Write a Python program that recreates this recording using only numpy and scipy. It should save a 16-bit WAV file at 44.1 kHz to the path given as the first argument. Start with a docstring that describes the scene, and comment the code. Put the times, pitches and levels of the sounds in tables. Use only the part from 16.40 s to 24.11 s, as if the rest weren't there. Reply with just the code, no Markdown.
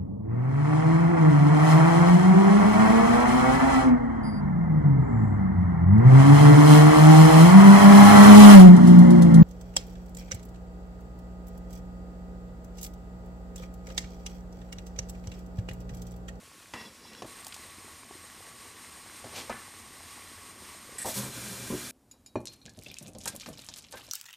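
"""A small kitchen, one close microphone, four moments joined by hard cuts: low flame, high flame, sizzle, counter.
Soup simmers (gliding sine bubbles) over a hissing gas flame (shaped noise) while ladle and pot knock on the hob
(struck modes and short noise) and sliced leek drops in (short noise bursts). The tilted pot sizzles on its hot
wall (surging hiss and crackle); then, at a quiet counter, soup splashes (ticks, low plops, spatter, spray,
gurgling bubbles) into a china bowl that rings (decaying modes)."""
import sys
import numpy as np
from scipy import signal
from scipy.fft import rfft, irfft
from scipy.io import wavfile
from scipy.ndimage import uniform_filter1d

SR = 44100
rng = np.random.default_rng(int(sys.argv[2]) if len(sys.argv) > 2 else 0)


def amplitude_ratio(level_db):
    """Convert a level in decibels to the matching linear amplitude (field) ratio."""
    exponent = np.asarray(level_db, float) / 20
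    return 10 ** exponent


def wav_record(signal):
    """Record a signal, one row per channel, as 16-bit PCM in the file named by sys.argv[1]."""
    frames = np.transpose(np.atleast_2d(signal))
    bounded = np.clip(frames, -1, 1)
    # unit amplitude maps onto the largest positive 16-bit level
    quanta = np.round(bounded * 32767).astype(np.int16)
    wavfile.write(sys.argv[1], SR, quanta)


N = 340011
T = np.arange(N) / SR
HZ = np.maximum(np.fft.rfftfreq(N, 1 / SR), 1)

# borders of the four moments: (time [s])
CUTS = [0, .862, 4.582, 5.51, 7.72]

# soup slapping into the bowl: (time [s], tick peak [dB], colour [Hz], spatter against the tick [dB])
SLAPS = [(6.0044, -46, 7000, -11), (6.015, -49, 8000, -10), (6.0553, -29.5, 6400, -9),
         (6.072, -25, 4830, -8.5), (6.134, -40, 5300, -6), (6.1619, -50, 10000, -9),
         (6.255, -37, 4200, -14), (6.2619, -31, 3600, -11), (6.2942, -37, 5100, -5),
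         (6.3365, -50, 8600, -16), (6.373, -44, 7000, -10), (6.3897, -33.5, 5900, -17),
         (6.398, -48, 11000, -16), (6.413, -43, 7000, -12), (6.424, -41, 7100, -10),
         (6.4356, -36, 7160, -11), (6.446, -41, 4000, -4), (6.484, -38.5, 3650, -3),
         (6.5158, -35.5, 9500, -14), (6.534, -52, 10000, -16), (6.542, -29, 4980, -26),
         (6.569, -40, 4500, -4), (6.5857, -23, 6550, -15), (6.623, -42, 9000, -12),
         (6.627, -34.5, 7550, -7.5), (6.664, -36.5, 3600, -12), (6.672, -36, 5900, -14),
         (6.6797, -37, 7300, -5), (6.734, -43.5, 7510, -11), (6.75, -40, 4060, -4),
         (6.785, -33.5, 7210, -7.5), (6.806, -40, 4480, -4), (6.8132, -35.5, 5030, -4),
         (6.8362, -36, 6830, -2), (6.8569, -18.5, 8300, -5.5), (6.8774, -17.5, 8000, 0),
         (6.953, -35, 9500, -7), (6.9625, -26, 8540, -10), (6.999, -31, 5340, -8), (7.009, -32, 3530, -4),
         (7.0606, -34, 3550, -9), (7.089, -36, 8300, -4), (7.13, -43, 5300, 1), (7.1744, -39, 3760, -6),
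         (7.1827, -40, 8000, -6), (7.192, -34.5, 3100, -7.5), (7.2193, -34, 5500, -13),
         (7.2455, -40, 6800, -5), (7.2648, -34, 7820, -9), (7.2874, -27.5, 4930, -6.5),
         (7.298, -41, 5020, -19), (7.3386, -30, 4900, -7.5), (7.3614, -33, 5750, -10),
         (7.376, -34, 8000, -12), (7.385, -31.5, 7200, -7), (7.4226, -41, 5520, -6),
         (7.4415, -36.5, 3330, -7.5), (7.4856, -44, 3780, -8), (7.5114, -39, 8470, -9),
         (7.519, -35, 8000, -13), (7.5246, -31.5, 5500, -7.5), (7.572, -42, 3020, -1),
         (7.6403, -54, 3280, -9), (7.679, -40, 4170, -20)]
# spray of the stream, a reference its layers are trimmed from: (time [s], level [dB])
SPRAY = [(6.03, -81), (6.12, -59.5), (6.2, -73), (6.35, -68), (6.46, -57.5), (6.66, -58.5), (6.73, -73),
         (6.84, -56), (6.9, -56), (7.03, -53), (7.14, -56), (7.16, -57), (7.29, -54.5), (7.42, -55.5),
         (7.5, -65), (7.545, -49.5), (7.71, -57)]
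# clear bubbles caught under the stream: (time [s], bubble peak [dB], pitch [Hz], decay [cycles])
PLINKS = [(6.279, -51, 1650, 13), (6.462, -39.5, 2600, 11), (6.513, -40, 2450, 6.4),
          (6.525, -56, 2400, 5.8), (6.568, -44.5, 2540, 14), (6.679, -52, 2500, 11), (6.5, -43, 3500, 9),
          (6.582, -48, 2900, 6), (7.535, -49, 1500, 43), (6.849, -44, 3200, 5.9), (7.64, -55, 3900, 25),
          (7.567, -51, 1800, 6.9)]
# lumps of soup plunging in, a reference for gurgle and tremble: (time [s], hold [s], level [dB])
GLUGS = [(6.02, 0.085, -57), (6.253, 0.02, -49.5), (6.373, 0.0062, -45.5), (6.46, 0.041, -49),
         (6.61, 0.022, -46.5), (6.655, 0.033, -44.5), (6.747, 0.018, -42), (6.83, 0.058, -49.5),
         (6.93, 0.017, -47.5), (7.075, 0.0091, -42.5), (7.18, 0.018, -60), (7.286, 0.033, -62),
         (7.535, 0.03, -61)]
# resonances of bowl and pooled soup: (frequency [Hz], width [Hz], strength [dB])
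POOL = [(109, 39, -2), (201, 82, 0), (288, 47, -4.5), (605, 89, -8)]
# blows and heavy splashes that ring the bowl: (time [s], peak [dB], colour [Hz])
BOWL_RINGS = [(5.958, -37, 2350), (5.956, -48, 6300), (6.055, -47, 4220), (6.07, -34.5, 4240),
              (6.136, -64, 3500), (6.216, -46.5, 4200), (6.261, -53, 3300), (6.855, -46, 1620),
              (6.88, -39.5, 1620)]
# modes of the china bowl: (frequency [Hz], strength [dB], t60 [s])
BOWL_MODES = [(1620, -6, .09), (2433, -4, .1), (2470, -19, .06), (2920, -18, .07), (3892, -8, .12),
              (4185, -10, .12), (4230, -2, .13), (5787, -3, .11), (7000, -7, .12), (8005, -8, .12),
              (9995, -5, .1)]
# light ticks on thin metal before the pour: (time [s], level ahead of the ring/noise mix [dB], colour [Hz])
METAL_TICKS = [(5.713, -36.5, 6760), (5.862, -34.5, 6200)]
# modes of the thin metal: (frequency [Hz], strength [dB], t60 [s])
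METAL_MODES = [(2410, -4, 0.13), (2850, -6, 0.13), (3900, -4.5, 0.25), (4400, -10, 0.19),
               (4700, -20, 0.093), (4980, 1, 0.11), (5500, -6, 0.12), (5900, -21, .09), (6430, -24, .09),
               (6900, 6, 0.057), (6980, 8, 0.076), (7110, -17, .09), (7795, -19, .06), (8200, -19, 0.084),
               (9500, -15, .06), (10600, 1, 0.064), (11100, -4, 0.088), (11500, -12, .08), (12440, -8, .06)]

# dull knocks, and from 6.75 s the low plops of heavy soup slaps:
# (time [s], peak [dB], colour [Hz], length of the noise [s], crack in the blend [dB])
KNOCKS_AND_PLOPS = [(.337, -28, 2030, 0.005, 0), (0.409, -33.5, 1000, 0.0059, -6),
                    (0.821, -26.5, 590, 0.012, 0.5), (0.846, -35, 607, 0.014, -5),
                    (2.843, -32.5, 690, 0.0084, -2), (3.096, -26.5, 900, 0.016, -2),
                    (3.099, -29, 560, 0.015, -25), (3.111, -31.5, 1900, 0.022, -20),
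                    (3.105, -28.5, 1490, 0.011, -20), (3.127, -30, 1770, .006, -25),
                    (3.142, -36.5, 1380, 0.045, -25), (4.647, -27.5, 665, 0.047, -25),
                    (5.302, -27, 258, 0.016, -30), (5.326, -24.5, 331, 0.03, -30),
                    (5.74, -54.5, 700, .008, -15), (5.761, -55, 600, .008, -13),
                    (5.956, -18, 583, 0.0078, -36), (6.754, -47, 536, 0.0059, -15),
                    (6.859, -27.5, 1000, 0.0068, 0), (6.874, -26.5, 754, 0.022, 17),
                    (6.947, -39, 566, 0.01, -15), (7.061, -31.5, 1150, 0.0087, 3),
                    (7.087, -31.5, 600, 0.006, -24), (7.186, -45, 650, 0.009, -12),
                    (7.287, -38.5, 1030, 0.0072, -7), (7.361, -46.5, 1400, 0.0042, -10),
                    (7.526, -41, 1000, .012, -6), (7.538, -36, 820, 0.022, -18),
                    (7.571, -42, 1500, 0.01, -12), (7.59, -45.5, 1000, 0.016, -15),
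                    (7.683, -47, 700, 0.011, -10)]
# low modes of pot, hob and counter, lent to the plops too: (frequency [Hz], strength [dB], t60 [s], held to .4 s)
BODY_MODES = [(119, 7, 0.46), (219, -5, .2), (238, 11.5, 0.22), (302, 7.5, 0.16), (366, 9.5, 0.12),
              (433, -9, 0.053), (560, 1, 0.034), (643, -2.5, 0.098), (690, -10, 0.064), (840, -8, 0.064),
              (937, -1.5, 0.055), (1270, -6, .04), (1530, 8.5, 0.023), (1745, 5.5, 0.1), (2025, 8.5, 0.076),
              (2060, -16, 0.054), (2380, 3, 0.033)]

# ladle scraping round the pot: (time [s], low metal [dB], high metal [dB], pot body [dB])
STIR = [(.342, -42.5, -56, -45), (.39, -48.5, -56, -54), (.412, -46.5, -49, -55), (.44, -51, -56, -57),
        (.455, -53.5, -49, -49), (.51, -66, -62, -58), (.57, -67, -65, -69), (.65, -63, -57, -56.5),
        (.74, -57, -60, -56), (.77, -57, -59, -58), (.81, -65, -55, -54)]
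# ladle striking the pot wall: (time [s], peak [dB], colour [Hz])
CLANKS = [(.338, -28, 1000), (.413, -40, 950), (.453, -42, 3000), (.828, -42, 5500)]
# resonances of the ladle: (frequency [Hz], width [Hz], strength [dB])
LADLE = [(984, 180, 2.5), (1940, 65, 4.5), (2280, 55, -0.5), (2720, 54, 2.5), (3410, 46, 5),
         (4000, 87, 0.5), (4880, 200, -1), (5500, 62, 5.5), (6100, 120, -14), (3600, 4800, -21)]
# lifted pot dragging on the trivet in jerks: (time [s], hold [s], lowest mode [dB], upper modes [dB])
DRAG = [(4.755, 0.087, -41.5, -40.5), (4.95, 0.028, -50, -48.5), (5.01, 0.035, -59, -48),
        (5.07, 0.047, -52, -46), (5.175, 0.037, -48, -48.5), (5.298, 0.024, -46, -42.5),
        (5.4, 0.063, -52, -59)]
# resonances of the trivet: (frequency [Hz], width [Hz], strength [dB])
TRIVET = [(120.5, 3.94, 2), (199, 15, -1.5), (269, 35, -14.5), (398, 18, -8), (536, 19, -10.5),
          (1020, 120, -18.5)]
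# something brushing past the pot: (time [s], swish [dB], rub [dB])
BRUSH = [(2.86, -54, -46.5), (2.884, -59, -55), (2.934, -54, -52), (2.964, -39.5, -46),
         (2.998, -39.5, -44.5), (3.03, -48.5, -53), (3.08, -59, -54)]
# resonances of the swish: (frequency [Hz], width [Hz], strength [dB])
SWISH = [(2350, 230, 2), (3100, 200, 1), (4340, 210, -4), (4000, 3400, -1)]
# leek slices landing: (time [s], peak [dB], colour [Hz], t60 [s])
LEEK = [(.732, -41, 4000, 0.022), (0.749, -38, 2200, 0.014), (1.046, -35, 6900, .02),
        (1.066, -29, 5940, 0.033), (1.081, -32, 7500, 0.02), (1.123, -33.5, 2500, 0.04),
        (1.142, -32.5, 4970, 0.046), (1.164, -38, 5100, .025), (1.18, -52, 2000, .025)]

# spurts of steam as soup meets the hot wall: (time [s], hold [s], hiss [dB], whistle [dB])
SPURTS = [(4.582, 0.0032, -64, -34.5), (4.615, 0.0054, -54, -34), (4.655, 0.047, -36.5, -42),
          (4.738, 0.052, -36.5, -44.5), (4.82, 0.026, -54, -45)]
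# clearest bubbles of the simmer: (time [s], peak [dB], pitch [Hz])
POPS = [(.653, -44, 900), (1.068, -38, 790), (1.164, -40.5, 850), (1.48, -45, 784), (1.633, -41, 1080),
        (1.632, -49, 330), (1.708, -40.5, 356), (1.71, -40, 750), (1.752, -43, 322), (1.84, -48, 500),
        (1.9, -38, 1690), (2.007, -46, 750), (2.083, -53, 600), (2.117, -44, 1150), (2.447, -40, 1900),
        (2.698, -37.5, 1520), (3.219, -40.5, 1200), (3.258, -48, 1080), (3.606, -44, 786),
        (3.778, -43, 800), (3.875, -44, 1900), (4.348, -46, 650), (4.492, -43.5, 473), (4.556, -44, 416)]

# corner points of the air spectra: (frequency [Hz])
AIR_HZ = [30, 50, 85, 140, 240, 370, 600, 1000, 1500, 2200, 3500, 6000, 9000, 12000, 15000]
# steady air, a row per moment, a column per corner point: (relative spectrum level [dB])
AIR_COLOUR = [
    [-9, -4, 5, -4.5, 1, -8, -14.5, -8.5, -4.5, -6, -7.5, -8.5, -7.5, -14, -20],
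    [5, -7.5, 6, -6, 0, -5.5, -10.5, -3.5, -7.5, -6, -8, -9, -10, -12.5, -20.5],
    [-19, -7, -4, -6, -4, -10, -11.5, -14.5, -10.5, -14, -14.5, -13, -12, -15.5, -21],
    [-11, -6, -5.5, -10.5, -9, -16.5, -18, -23, -28.5, -32, -33.5, -33, -31.5, -34, -39],
]
# narrow burner and pot resonances added to each air, a list per moment: (frequency [Hz], width [Hz], added gain [dB])
AIR_RESONANCES = [
    [(1102, 48, 10), (2500, 85, -17)],
    [(1118, 53, 7), (1946, 330, -3), (4060, 24, 5.5), (5100, 150, -8), (6830, 46, 3), (8340, 146, 1.5),
     (8600, 108, 12), (8900, 99, 8)],
    [(1583, 27, 4.5), (2370, 35, 9), (3520, 90, 0), (4080, 62, 6), (5600, 53, 0), (6800, 160, -3),
     (8700, 100, 2), (11000, 60, 2)],
    [(272, 27, 3)],
]
# level of the 2.5-12 kHz air before flutter, a list per moment: (time [s], level [dB])
AIR_LEVEL = [
    [(0, -56), (.7, -56.5), (.86, -56.5)],
    [(.86, -51), (1.6, -52), (2.8, -50.5), (3.4, -51), (4.58, -50)],
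    [(4.58, -45), (4.645, -47.5), (4.665, -44), (4.87, -43.5), (4.91, -46), (4.95, -43.5), (5.17, -44),
     (5.21, -43.5), (5.51, -43)],
    [(5.51, -75.5), (7.71, -72)],
]


def unit(x):
    """Scale to rms 1."""
    return x / np.sqrt(np.mean(x ** 2))


def peak_one(x):
    """Scale to peak 1."""
    return x / np.abs(x).max()


def add(out, s, sound):
    """Mix a sound in at s seconds."""
    i = int(s * SR)
    out[i:i + len(sound)] += sound[:N - i]


def curve(rows, col, edge_s=0.0065):
    """Gain drawn through a dB column, with short fades and silence outside the rows."""
    r = np.array(rows, float)
    gate = np.clip(np.minimum(T - r[0, 0], r[-1, 0] - T) / edge_s + 1, 0, 1)
    return gate * amplitude_ratio(np.interp(T, r[:, 0], r[:, col]))


def swells(rows, col, rise_s, fall_s):
    """Gain of events that rise in a line, hold and die away exponentially."""
    s, hold, db = np.array(rows, float)[:, [0, 1, col], None].transpose(1, 0, 2)
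    late = np.clip(T - s - rise_s - hold, 0, None) / fall_s
    return np.max(amplitude_ratio(db) * np.clip((T - s) / rise_s, 0, 1) * np.exp(-late), axis=0)


def walk(rate):
    """Slow random drift with rms 1: smoothed steps, rate of them a second."""
    k = int(SR / rate)
    steps = np.repeat(rng.standard_normal(N // k + 1), k)
    return unit(uniform_filter1d(uniform_filter1d(steps, k), k)[:N])


def band(x, lo_hz, hi_hz):
    """Band-pass."""
    sos = signal.butter(2, [lo_hz, min(hi_hz, .45 * SR)], "band", fs=SR, output="sos")
    return signal.sosfilt(sos, x)


def hiss(lo_hz, hi_hz, rough_db, rate):
    """Band noise of rms 1, then roughened by a drifting gain."""
    return amplitude_ratio(rough_db * walk(rate)) * unit(band(rng.standard_normal(N), lo_hz, hi_hz))


def burst(colour_hz, octaves, t60, rise_s, size=SR // 3):
    """Noise around a colour that rises and dies away, peak 1."""
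    t = T[:size]
    x = rng.standard_normal(len(t)) * (1 - np.exp(-t / rise_s)) * 1000. ** (-t / max(t60, .002))
    return peak_one(band(x, colour_hz / 2 ** octaves, colour_hz * 2 ** octaves))


def bells(peaks):
    """Summed gain of resonance peaks over frequency."""
    return sum(amplitude_ratio(db) / (1 + (2 * (HZ - hz) / width) ** 2) for hz, width, db in peaks)


def resonant(peaks):
    """Noise through resonances, rms 1."""
    return unit(irfft(rfft(rng.standard_normal(N)) * bells(peaks), N))


def patchy(peaks, patchy_db, rate):
    """Noise-driven resonances that each come and go on their own, rms 1."""
    out = np.zeros(N)
    for hz, width, db in peaks:
        gain = amplitude_ratio(db + patchy_db * walk(rate)) * np.sqrt(width)
        b, a = signal.iirpeak(hz, hz / width, SR)
        out += gain * unit(signal.lfilter(b, a, rng.standard_normal(N)))
    return unit(out)


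def judder(peaks, waver_db, rate):
    """Resonances kept ringing by a rubbing contact: pitch and level waver; rms 1."""
    out = np.zeros(N)
    for hz, width, db in peaks:
        gain = amplitude_ratio(db + waver_db * walk(rate)) * np.sqrt(width)
        turns = np.cumsum(hz + width * walk(rate)) / SR
        out += gain * np.sin(2 * np.pi * turns)
    return unit(out)


def ring(modes, colour_hz, span, scatter_db, detune=0.01):
    """Struck modes dying away, peak 1; those far from the colour (span in octaves) are weaker."""
    hz, db, t60 = np.transpose(modes)[:, :, None]
    luck = rng.standard_normal((2, len(modes), 1))
    gain = amplitude_ratio(db + scatter_db * luck[0]) / (1 + (np.log2(hz / colour_hz) / span) ** 2)
    t = T[:SR // 3]
    decay = 1000. ** (-t / np.clip(t60, .01, .4))
    return peak_one(np.sum(gain * np.sin(2 * np.pi * hz * (1 + detune * luck[1]) * t) * decay, axis=0))


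def drop(db, hz, cycles, glide):
    """One bubble: a dying sine that glides up, peak at db."""
    turns = hz * T[:SR // 10]
    fade = np.exp(-turns / cycles) * (1 - np.exp(-4 * turns / cycles))
    return amplitude_ratio(db) * peak_one(np.sin(2 * np.pi * turns * (1 + glide * turns)) * fade)


def bubbles(gain, rate, lo_hz, hi_hz, cycles, glide, spread_db):
    """Random dying sines that glide up, rate a second from first to last gain; rms 1 there, times the gain."""
    start, end = T[np.flatnonzero(gain)[[0, -1]]]
    out = np.zeros(N)
    for when, pitch, size in rng.random((int(rate * (end - start)), 3)):
        hz = lo_hz * (hi_hz / lo_hz) ** pitch
        turns = hz * T[:int(4 * cycles * SR / hz)]
        level = amplitude_ratio(-spread_db * np.log(max(size, .015)))  # a few are much louder
        tone = np.sin(2 * np.pi * turns * (1 + glide * turns / cycles)) * np.exp(-turns / cycles)
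        add(out, start + when * (end - start), level * tone)
    return gain * unit(out) * np.sqrt((end - start) / T[-1])


def slap(db, hz, spatter_db):
    """A sharp tick, then the film of liquid spatters in droplets."""
    tick = band(burst(hz, .8, .003, .0001, size=SR // 8), 800, 13200)
    film = burst(1.07 * hz, 0.53, 0.073, 0.00017, size=SR // 8)
    k = int(.0015 * SR)  # length of one droplet
    droplets = np.repeat(amplitude_ratio(2.5 * rng.standard_normal(len(film) // k + 1)), k)
    grain = uniform_filter1d(droplets, k // 2)[:len(film)]
    return amplitude_ratio(db) * (peak_one(tick) + amplitude_ratio(spatter_db) * band(grain * film, 1500, 10600))


def soup_slaps():
    """The clearest slaps of soup, each a tick with its spatter."""
    out = np.zeros(N)
    for s, db, hz, spatter_db in SLAPS:
        add(out, s, slap(db, hz, spatter_db))
    return out


def spray(gain):
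    """The stream breaks up: many small slaps, rough hiss and fine bubbles follow one gain."""
    out, start, end = np.zeros(N), SPRAY[0][0], T[-1]
    slaps_per_s, top_slap_db = 34, 13  # loudest tick peak above the spray gain
    for when, pitch, size in rng.random((int(slaps_per_s * (end - start)), 3)):
        s = start + when * (end - start)
        add(out, s, gain[int(s * SR)] * slap(top_slap_db - 8 * size, 3000 * 2.8 ** pitch, -9))
    out += gain * amplitude_ratio(-9.5) * hiss(1200, 13500, 6.6, 75)
    out += bubbles(gain * amplitude_ratio(-6.5), 500, 3200, 11000, 1.5, 0.048, 5.2)
    return out + bubbles(gain * amplitude_ratio(-6.5), 300, 2200, 5500, 6, .03, 4.1)


def plinks():
    """Trapped bubbles ring as dying sines, each with a wet burst of noise."""
    out = np.zeros(N)
    for s, db, hz, cycles in PLINKS:
        wet = amplitude_ratio(db - 2) * burst(1.17 * hz, 0.33, 0.074, 0.00092, size=SR // 10)
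        add(out, s, drop(db, hz, cycles, .0008) + wet)
    return out


def gurgle():
    """Plunging lumps trap low bubbles and stir the resonances of bowl and pool."""
    gain = swells(GLUGS, 2, rise_s=0.0017, fall_s=0.031)
    low = bubbles(gain * amplitude_ratio(-6), 400, 129, 317, 2.4, 0.038, 1.5)
    middle = bubbles(gain * amplitude_ratio(-13), 400, 405, 760, 3.6, 0.055, 2.8)
    return low + middle + gain * amplitude_ratio(-6) * band(patchy(POOL, 1.1, 40), 67, 820)


def counter_tremble():
    """The counter trembles under each plunge: slow-fading low noise."""
    return swells(GLUGS, 2, rise_s=0.0017, fall_s=0.087) * amplitude_ratio(-10) * hiss(38, 121, 3.2, 5.1)


def bowl_rings():
    """Blows and heavy splashes ring the modes of the china."""
    out = np.zeros(N)
    for s, db, hz in BOWL_RINGS:
        add(out, s, amplitude_ratio(db) * ring(BOWL_MODES, hz, 0.39, 1.0, detune=0.0033))
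    return out


def metal_ticks():
    """Light ticks on thin metal: ringing modes with a little noise."""
    out = np.zeros(N)
    for s, db, hz in METAL_TICKS:
        blend = 0.76 * ring(METAL_MODES, hz, 1.3, 1.5) + 0.23 * burst(hz, 1.0, 0.12, 0.00035)
        add(out, s, amplitude_ratio(db) * blend)
    return out


def bowl():
    """Soup lands in the bowl, and the splashes keep the china singing through its modes."""
    gain = curve(SPRAY, 1, 0.029)
    out = soup_slaps() + spray(gain) + plinks() + bowl_rings() + metal_ticks()
    china = ring(BOWL_MODES, 1500, 0.99, 1.0, detune=0.0028)
    singing = signal.fftconvolve(out * (T > SPRAY[0][0]), china)[:N] / 8
    out += amplitude_ratio(-23.5) * singing
    out += bubbles(gain * amplitude_ratio(-15), 120, 900, 2400, 4, .04, 3.5)  # larger bubbles of the stream
    return out + gurgle() + counter_tremble()


def knocks_and_plops():
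    """Knock or wet plop: a patch of noise drives low modes; crack on top, thump below; the next cut ends it."""
    out, t = np.zeros(N), T[:SR // 3]
    for s, db, hz, lasts, crack_db in KNOCKS_AND_PLOPS:
        thump_db = -5 - 6 * np.log2(hz / 500) - 250 * lasts  # bright and long ones thump less
        noise = rng.standard_normal(len(t)) * (1 - np.exp(-t / (0.02 * lasts))) * np.exp(-(t / lasts) ** 2)
        noise[0] = np.linalg.norm(noise) * 0.0084 / lasts  # short ones are mostly one strike
        direct = band(band(noise, hz / 3.1, hz * 1.7), hz / 4, hz * 1.7)
        body = signal.fftconvolve(noise, ring(BODY_MODES, hz, 0.34, 0.52))[:len(t)]
        dull = burst(0.52 * hz, 1.0, 0.11, 0.0023)
        thump = ring(BODY_MODES, 170, 0.5, 0.7) + 1.36 * burst(122, 1.27, 0.23, 0.0039)
        crack = burst(2800, 1.2, 0.027 + 3.1 * lasts, 0.00017)
        blend = peak_one(direct) + 1.05 * peak_one(body) + .5 * dull
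        blend += amplitude_ratio(thump_db) * thump + amplitude_ratio(crack_db) * crack
        left_s = min(c for c in CUTS if c > s) - s
        add(out, s, amplitude_ratio(db) * peak_one(blend)[:int(left_s * SR)])
    return out


def ladle():
    """The ladle scrapes, exciting metal and pot resonances in patches, and clanks on the wall."""
    out = curve(STIR, 1) * patchy(LADLE[:4], 2.2, 39.6)
    out += curve(STIR, 2) * patchy(LADLE[4:], 1.7, 44.0)
    out += curve(STIR, 3) * patchy([(235, 100, -1), (500, 79, -6)], 0.96, 29)
    modes = [(hz, db, .035) for hz, _, db in LADLE[:-1]]  # all with a t60 of .035 s
    for s, db, hz in CLANKS:
        add(out, s, amplitude_ratio(db) * ring(modes, hz, 0.86, 1.0))
    return out


def pot_drag():
    """The lifted pot jerks over the trivet: its lowest mode judders, the upper ones ring in patches."""
    rise_s, fall_s = 0.0095, 0.063
    low = swells(DRAG, 2, rise_s, fall_s) * judder(TRIVET[:1], 2.4, 25)
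    high = swells(DRAG, 3, rise_s, fall_s) * patchy(TRIVET[1:], 2.5, 30)
    return (T < CUTS[3]) * amplitude_ratio(1.3 * walk(40)) * (low + high)


def brush():
    """Something brushes past the pot: a resonant swish over a low rub of noise."""
    return curve(BRUSH, 1) * patchy(SWISH, 0.73, 60) + curve(BRUSH, 2) * hiss(140, 1100, .6, 59.6)


def leek():
    """Slices land and tick: sudden noise bursts, each with its own colour and decay."""
    out = np.zeros(N)
    for s, db, hz, t60 in LEEK:
        add(out, s, amplitude_ratio(db) * burst(hz, 0.97, t60, 0.00035))
    return out


def steam_spurts():
    """Soup flashes to steam: broad hiss with a whistle of resonant noise that fades sooner."""
    rise_s, fall_s = 0.0027, 0.04
    whistle = resonant([(8050, 580, 3.5), (1900, 320, -1.5), (9900, 2000, -4.0)])
    steam = swells(SPURTS, 2, rise_s, fall_s) * hiss(3000, 14800, 1.5, 60)
    return steam + swells(SPURTS, 3, rise_s, fall_s / 2) * whistle


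def sizzle():
    """Droplets burst on the hot wall: crackle, and hiss that surges band by band."""
    on = (T >= CUTS[2]) * (T < CUTS[3])
    surge = sum(hiss(hz / 2.6, hz * 1.14, 2, 14) for hz in (2600, 4440, 7400, 11400))
    crackle = bubbles(on * amplitude_ratio(-59), 900, 2100, 13000, 1.5, .05, 4.4)
    return on * amplitude_ratio(-60.5) * surge + crackle


def simmer():
    """Soft bubbles break at the surface while the pot is on the flame: gliding sines, low and high."""
    on = T < CUTS[2]
    out = bubbles(on * amplitude_ratio(-62), 160, 250, 1800, 1.2, 0.078, 3.0)
    out += bubbles(on * amplitude_ratio(-65.5), 150, 1490, 7300, 2.5, .05, 3.2)
    for s, db, hz in POPS:
        add(out, s, drop(db, hz, 1.55, 0.011))
    return out


def air():
    """Flame, steam and room hush as shaped noise; below and above 800 Hz it flutters separately."""
    out = np.zeros(N)
    for k, (colour_db, peaks, level) in enumerate(zip(AIR_COLOUR, AIR_RESONANCES, AIR_LEVEL)):
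        colour = amplitude_ratio(np.interp(np.log(HZ), np.log(AIR_HZ), colour_db)) * (1 + bells(peaks))
        spectrum = rfft(rng.standard_normal(N)) * colour
        spectrum = spectrum / np.std(irfft(spectrum * (HZ > 2500) * (HZ < 12000), N))
        s, level_db = np.transpose(level)
        gain = amplitude_ratio(np.interp(T, s, level_db)) * (T >= CUTS[k]) * (T < CUTS[k + 1])
        low, high = irfft(spectrum * (HZ < 800), N), irfft(spectrum * (HZ >= 800), N)
        out += gain * (low * amplitude_ratio(0.099 * walk(26)) + high * amplitude_ratio(0.84 * walk(24.6)))
    return out


def kitchen_tail(sharp):
    """Short dull reverberation: the sound smeared by decaying noise of unit energy."""
    t = T[:SR // 3]
    tail = band(rng.standard_normal(len(t)), 130, 4600) * 1000. ** (-t / 0.37) * (t > .003)
    return amplitude_ratio(-18.0) * signal.fftconvolve(sharp, tail / np.linalg.norm(tail))[:N]


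def scene():
    """All sources, the same in both channels; bowl, knocks and plops carry the kitchen tail."""
    sharp = bowl() + knocks_and_plops()
    handling = ladle() + pot_drag() + brush() + leek() + steam_spurts()
    mono = sharp + handling + sizzle() + simmer() + air() + kitchen_tail(sharp)
    return np.array([mono, mono])


def low_pass(x):
    """Removes everything above the highest recorded frequency."""
    return signal.sosfilt(signal.butter(12, 16360, fs=SR, output="sos"), x)


def record(dry):
    """The microphone drops the deepest bass (below 42 Hz) and the very top (above 15 kHz)."""
    no_rumble = signal.sosfilt(signal.butter(4, 42, "high", fs=SR, output="sos"), dry)
    mix = signal.sosfilt(signal.ellip(10, .2, 38, 15000, fs=SR, output="sos"), no_rumble)
    return low_pass(mix)


dry = scene()
out = record(dry)
wav_record(out)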